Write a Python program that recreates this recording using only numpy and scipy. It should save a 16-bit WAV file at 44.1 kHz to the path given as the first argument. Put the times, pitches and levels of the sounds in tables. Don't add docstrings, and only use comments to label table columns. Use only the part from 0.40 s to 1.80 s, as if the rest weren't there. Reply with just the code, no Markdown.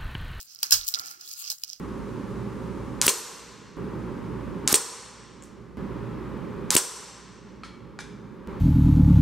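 import sys
import numpy as np
from scipy import signal
from scipy.fft import rfft, irfft, next_fast_len
from scipy.io import wavfile
from scipy.ndimage import uniform_filter1d

SR = 44100
rng = np.random.default_rng(int(sys.argv[2]) if len(sys.argv) > 2 else 0)


def dump_mix(stems):
    frames = np.atleast_2d(stems).T
    limited = np.clip(frames, -1, 1)
    pcm = np.round(limited * 32767).astype(np.int16)
    wavfile.write(sys.argv[1], SR, pcm)


def magnitude_from_level(level_db):
    exponent = np.asarray(level_db, float) / 20
    return 10 ** exponent


N = 61739


def cut(x, hz, kind, order=2):
    return signal.sosfilt(signal.butter(order, hz, kind, fs=SR, output="sos"), x + 1e-18)


def resonance(x, hz, width_hz):
    r = np.exp(-np.pi * width_hz / SR)
    feedback = [1, -2 * r * np.cos(2 * np.pi * hz / SR), r * r]
    return signal.lfilter([(1 - r * r) / 2, 0, (r * r - 1) / 2], feedback, x)


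def drift(rate_hz):
    r = np.exp(-2 * np.pi * rate_hz / SR)
    slow = signal.lfilter([1], [1, -2 * r, r * r], rng.standard_normal(N + SR))[SR:]
    return slow / slow.std()


def grains(per_s, spread_db):
    sizes = magnitude_from_level(spread_db * np.minimum(rng.exponential(1, (2, N)), 4.0))
    sizes = sizes * rng.standard_normal((2, N))
    clicks = sizes * (rng.random((2, N)) < per_s / SR)
    return clicks / clicks.std()


def skin(clicks, mid, bright, low):
    low_hz, split_hz = 4190, 6710
    middle = cut(clicks * mid, [low_hz, split_hz], "band", order=3)
    middle = middle + magnitude_from_level(1) * resonance(middle, 6300, 300)
    shoulder = cut(clicks * mid, [2440, low_hz - 500], "band") * magnitude_from_level(-11.5 + 1.6 * drift(4.7))
    dullness = np.clip((mid + 1e-9) / (bright + 1e-9), .1, 10)
    shoulder = shoulder * dullness ** 0.1
    top = cut(clicks * bright, split_hz, "high", order=3) * magnitude_from_level(3.5)
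    both = middle - shoulder + top
    return both - .5 * resonance(both, 9400, 1500) + low


def hum():
    # pitch_hz, level_db (per Hz)
    room_tone = np.array([(15, -55), (25, 8), (140, 11.5), (366, 0), (1080, -1), (1370, 8), (2130, 1),
                          (3000, -17), (3900, -29), (6600, -120)])
    alike = 0.54
    hz = np.fft.rfftfreq(N, 1 / SR) + 1
    level_db = np.interp(np.log(hz), np.log(room_tone[:, 0]), room_tone[:, 1])
    gain = magnitude_from_level(level_db) * (hz > 20) * (hz < 3000)
    mid, side = irfft(rfft(rng.standard_normal((2, N))) * gain, N)
    both = np.sqrt(1 + alike) * mid + np.sqrt(1 - alike) * side * [[1], [-1]]
    return magnitude_from_level(-73.5) * both / both.std()


def rustle():
    # start_s, level_db, brightness_db, hand_hollow_db
    strokes = [(0, -37, -3, -22), (0.052, -56.5, 0, -30), (0.106, -46.5, -9, -33), (0.183, -54.5, -4, -17),
               (0.258, -38, -9.5, -21), (.3, -46, -9, -15), (.44, -41, -8.5, -21), (0.501, -48, 14, -15.5),
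               (.53, -58.5, 9, -2.5), (0.596, -42, -1, -7.5), (0.712, -40.5, -4.5, -16),
               (0.779, -53.5, -4, -11), (0.834, -43.5, -5.5, -23), (1.0, -41.5, -1, -25),
               (1.082, -34.5, -8, -28), (1.162, -63.5, 9, -23), (1.32, -44, -9.5, -23.5),
               (1.4, -56, -3.5, -44)]
    # pitch_hz, width_hz, level_db, start_s,
    # end_s
    hand_hollows = [
        (350, 8.2, -11.5, 0.47, 0.97),
        (363.6, 22, 5.5, .77, .87),
        (800, 40, -6, 0.47, 0.89),
        (1368, 95, 9.5, 0.022, 1.6),
        (1640, 180, -1.5, 0, 1.2),
        (1206, 27, 9.5, 0.99, 1.1),
        (3390, 190, 9, .84, .875),
    ]
    t = np.arange(N) / SR
    s, *columns = np.transpose(strokes)
    db, bright_db, hollow_db = [np.interp(t, s, column) for column in columns]
    clump_db = drift(47)
    clicks = grains(11000, 3.3)

    hollow = np.zeros(N)
    for hz, width_hz, level_db, start, end in hand_hollows:
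        flicker_db = 2.5 * drift(20.6)
        push = clicks[0] * magnitude_from_level(db + hollow_db + 14 + level_db + flicker_db)
        hollow += resonance(push * (t > start) * (t < end), hz, width_hz)

    rub = cut(rng.standard_normal(N), [100, 430], "band") * magnitude_from_level(db + hollow_db + 1)
    mid = magnitude_from_level(db + clump_db + 0.51 * drift(32))
    bright = magnitude_from_level(db + bright_db + clump_db + 2.9 * drift(24.4))
    return skin(clicks, mid, bright, hollow), rub


def ticks_and_tears():
    # start_s, peak_db, brightness_db
    ticks = [(0.0122, -35.9, 1.4), (0.0288, -39.4, 4.5), (0.1483, -38.3, 1.2), (0.1588, -36.5, -15.7),
             (0.189, -36.7, -10.9), (0.2678, -29.8, -9.8), (0.3522, -18.4, -8.1), (0.4124, -27.7, -15.1),
             (0.4329, -33.2, -8.6), (0.449, -37.2, 2.2), (0.4649, -38.6, 3.6), (0.5744, -43.9, 3.8),
             (0.5888, -32.1, -6.8), (0.6593, -38.9, 6.2), (0.6703, -36.5, -0.3), (0.8754, -33.4, -14.1),
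             (0.9318, -42.3, 9.9), (0.9362, -38.3, 6.8), (1.105, -23.0, -2.5), (1.1257, -31.2, -1.6),
             (1.1827, -42.4, -1.3), (1.1858, -46.2, 5.5), (1.1977, -51.1, 4.5), (1.2191, -54.5, 10.9),
             (1.279, -33.7, -13.7), (1.2887, -42.7, -7.9), (1.2939, -34.0, -11.6), (1.3002, -31.2, -16.7),
             (1.311, -34.8, -13.1), (1.397, -44.3, -1.7)]
    # start_s, peak_db, brightness_db, body_db, length_s
    tears = [(0.2292, -19, -1.0, -14, 0.005), (0.2306, -11.2, -10.6, -18.3, 0.0012),
             (0.238, -25.5, -10.0, -22.0, 0.003), (0.3073, -23.4, 4.2, -16, 0.005),
             (0.3178, -24.7, 3.7, -23.4, 0.0015), (0.321, -13.5, -2.4, -10, 0.007),
             (0.3296, -9.0, -12.2, -23.9, 0.0015), (0.34, -13.1, -6.1, -27.3, 0.002),
             (0.468, -34.5, 2.2, -32.0, 0.004), (0.4779, -32.2, 4.5, -41.4, 0.0015),
             (0.48, -26.7, 6.5, -46.2, 0.0025), (0.4858, -25.4, 6.0, -35.2, 0.003),
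             (0.539, -17.9, -10, -40, 0.002), (0.5459, -13.8, -16.2, -46.0, 0.0012),
             (0.554, -31, -12, -34.2, 0.006), (0.5955, -21.5, -17.1, -13, 0.001),
             (0.597, -32.0, 1.9, -9.4, 0.002), (0.809, -38.3, -6.3, -22.7, 0.005),
             (0.912, -35.1, -0.9, -24.8, 0.005), (1.1, -28, -6, -30, 0.0035),
             (1.1165, -28.8, 2.1, -31.3, 0.003), (1.2362, -20.9, -6, -21, 0.002),
             (1.244, -37.0, -6.2, -25.1, 0.006), (1.3305, -31.0, -11.9, -37.9, 0.003)]
    rip_starts = [
        .24,
        .32,
        .486,
        .546,
        1.1,
    ]
    # level_db, brightness_db, body_db, t60_s (time to fall 60 dB)
    rips = [
        (-35, 0.5, -1.5, 0.17),
        (-11, -3, -11, 0.19),
        (-41, 12, -48, 0.11),
        (-28, -11, -17, .1),
        (-26.5, -2, -15.5, 0.15),
    ]
    lead_s, settle_t60_s, even_s = .0004, .03, .0015
    t = np.arange(N) / SR
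    env = np.zeros((3, N))

    events = [(s, db + 1.5, bright_db, body_db, length) for s, db, bright_db, body_db, length in tears]
    events += [(s, db + 1, bright_db, -30, .0013) for s, db, bright_db in ticks]
    for s, db, bright_db, body_db, length in events:
        age = np.maximum(t - s + lead_s, 0)
        attack = np.minimum(age / (.2 * length), 1)
        hold = 1 / (1 + (age / length) ** 6)
        settle = magnitude_from_level(-16 - 60 * age / settle_t60_s)
        middle_db = -9 if length < .0026 else 0
        level = magnitude_from_level(db + np.array([[middle_db], [bright_db], [body_db]]))
        env = np.maximum(env, attack * (hold + settle) * level)

    for s, (db, bright_db, body_db, t60) in zip(rip_starts, rips):
        age = np.maximum(t - s, 0)
        level = magnitude_from_level(db - 60 * age / t60 + np.array([[0], [bright_db], [body_db]]))
        env = np.maximum(env, (age > 0) * level)

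    clicks = grains(29000, 0.5)
    clicks = clicks / np.sqrt(uniform_filter1d(clicks ** 2, int(even_s * SR)) + .1)
    body = cut(clicks * env[2], [497, 2010], "band")
    body = resonance(body, 1530, 440) + magnitude_from_level(-21.5) * body
    return skin(clicks, env[0], env[1], body * magnitude_from_level(8.5))


def snaps():
    # time_s (each snap starts 0.8 ms before it), level_db, pitch_hz
    fibre_snaps = [(.149, -41, 4970), (0.1599, -37, 4900), (.1898, -37.5, 5400), (.2306, -25, 2590),
                   (.2313, -14.5, 4900), (0.2346, -23, 5940), (0.2375, -34, 5300), (.2394, -37, 5530),
                   (0.2441, -28, 5250), (.2687, -32, 5600), (0.3105, -20, 5940), (.3112, -25, 6000),
                   (.3233, -19, 5600), (0.3252, -9.5, 5420), (0.3256, -13.5, 6040), (0.33, -6, 5900),
                   (0.342, -13.5, 6350), (0.3548, -35, 5400), (0.3717, -44, 5500), (0.3932, -30, 4100),
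                   (0.413, -26.5, 4000), (0.4334, -31, 4100), (0.4702, -44, 4070), (.4807, -43, 6670),
                   (0.4864, -27, 6150), (0.508, -36, 6300), (0.5408, -16, 4600), (0.5434, -25.5, 6300),
                   (.5467, -14.5, 4250), (.5551, -26.5, 4630), (0.556, -24.5, 4430), (0.5892, -21, 6650),
                   (.5963, -22, 4540), (0.6726, -41, 6000), (0.684, -33.5, 5400), (0.7132, -34, 5700),
                   (.8099, -46, 5900), (0.815, -42.5, 5470), (0.8769, -34.5, 4340), (.8903, -36.5, 5600),
                   (0.9137, -38, 5900), (0.939, -31.5, 6100), (1.0452, -51, 5060), (1.0988, -33, 5040),
                   (1.1014, -27.5, 5200), (1.1019, -22.5, 5900), (1.106, -28.5, 5260), (1.117, -27, 6060),
                   (1.126, -27.5, 6300), (1.1833, -36.5, 6560), (1.2355, -33.5, 3000),
                   (1.2371, -23.5, 5370), (1.2447, -38, 5400), (1.2799, -34.5, 5540), (1.2957, -29, 6800),
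                   (1.3007, -29, 5760), (1.3119, -38, 5070), (1.3216, -43, 5250), (1.334, -33.5, 5040),
                   (1.3001, -37, 5460)]
    rise_cycles, lead_s = 1.25, .0008
    out = np.zeros(N + SR)
    for s, db, hz in fibre_snaps:
        turns = np.arange(200) / SR * hz
        x = turns / rise_cycles
        swell = x ** 2 * np.exp(2 - 2 * x)
        i = int((s - lead_s) * SR)
        out[i:i + 200] += magnitude_from_level(db + 0.5) * rng.choice([-1, 1]) * swell * np.sin(2 * np.pi * turns)
    return cut(out[:N], 2250, "high")


def bumps():
    # start_s, level_db, pitch_hz, t60_s
    table_bumps = [
        (0.227, -71, 60.9, 0.093),
        (.322, -48, 77.8, .3),
        (0.344, -55, 139, 0.18),
        (0.374, -50.5, 34.8, 0.29),
        (0.422, -68, 65.6, 0.25),
        (.595, -56, 88, 0.054),
    ]
    # start_s, level_db, pitch_hz, t60_s
    fingertip_knocks = [
        (.229, -53, 460, 0.026),
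        (.230, -41.5, 915, 0.014),
        (.33, -50.5, 244, 0.039),
        (.598, -74, 96, 0.031),
        (1.123, -56, 840, 0.024),
        (1.125, -65, 553, 0.035),
        (1.2355, -62, 350, 0.015),
        (1.236, -60.5, 800, 0.021),
    ]
    push_cycles = 0.23
    out = np.zeros((2, N))
    for s, db, hz, t60 in [*table_bumps, *fingertip_knocks]:
        i = int(s * SR)
        t = np.arange(N - i) / SR
        turn = 2 * np.pi * hz * t
        swing = np.sin(turn) + magnitude_from_level(-8.5) * np.cos(turn) * [[1], [-1]]
        build = (1 - np.exp(-t * hz / push_cycles)) ** 2
        out[:, i:] += magnitude_from_level(db + 7.0 - 60 * t / t60) * build * swing
    return out


def room(x):
    t60_s, wall_cut_hz = .2, 7000
    size = next_fast_len(N + SR)
    hz = np.fft.rfftfreq(size, 1 / SR)
    echoes = []
    for lag in rng.uniform(0.0065, .03, 12):
        wall = magnitude_from_level(-60 * lag / t60_s) / (1 + 1j * hz / wall_cut_hz)
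        loop = wall * np.exp(-2j * np.pi * hz * lag)
        echoes.append(loop / (1 - loop))
    sides = [sum(echoes[:6]), sum(echoes[6:])]
    return irfft(rfft(x, size) * sides, size)[:, :N]


def scene():
    far_lag_s, alike = .0003, .65
    soft, rub = rustle()
    near, other = ticks_and_tears() + soft
    crisp = snaps()
    far = alike * near + np.sqrt(1 - alike ** 2) * other + crisp
    far = np.interp(np.arange(N) - round(far_lag_s * SR), np.arange(N), far, left=0)
    near = near + crisp
    near, far = [v - .3 * resonance(v, 1900, 250) for v in (near, far)]
    return np.array([near, far]) + magnitude_from_level(-27) * room(near) + rub + bumps() + hum()


def roll_off(x):
    return signal.sosfilt(signal.butter(12, 16960, fs=SR, output="sos"), x)


def record(dry):
    port_hz, port_q = 5350, 4.8
    ceiling = 2.2
    w = 2 * SR * np.tan(np.pi * port_hz / SR)
    b, a = signal.bilinear([w * w], [1, w / port_q, w * w], SR)
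    port = cut(signal.lfilter(b, a, dry[1]), 8350, "low", order=1)
    right = magnitude_from_level(1.5) * port + magnitude_from_level(-6.5) * resonance(dry[1], 9950, 2100)
    left = dry[0] + magnitude_from_level(-8.5) * resonance(dry[0], 14800, 1100)
    both = ceiling * np.tanh(np.array([left, right]) / ceiling)
    top_limit = signal.ellip(8, .2, 25, 16000, fs=SR, output="sos")
    return roll_off(signal.sosfilt(top_limit, both))


dry = scene()
out = record(dry)
dump_mix(out)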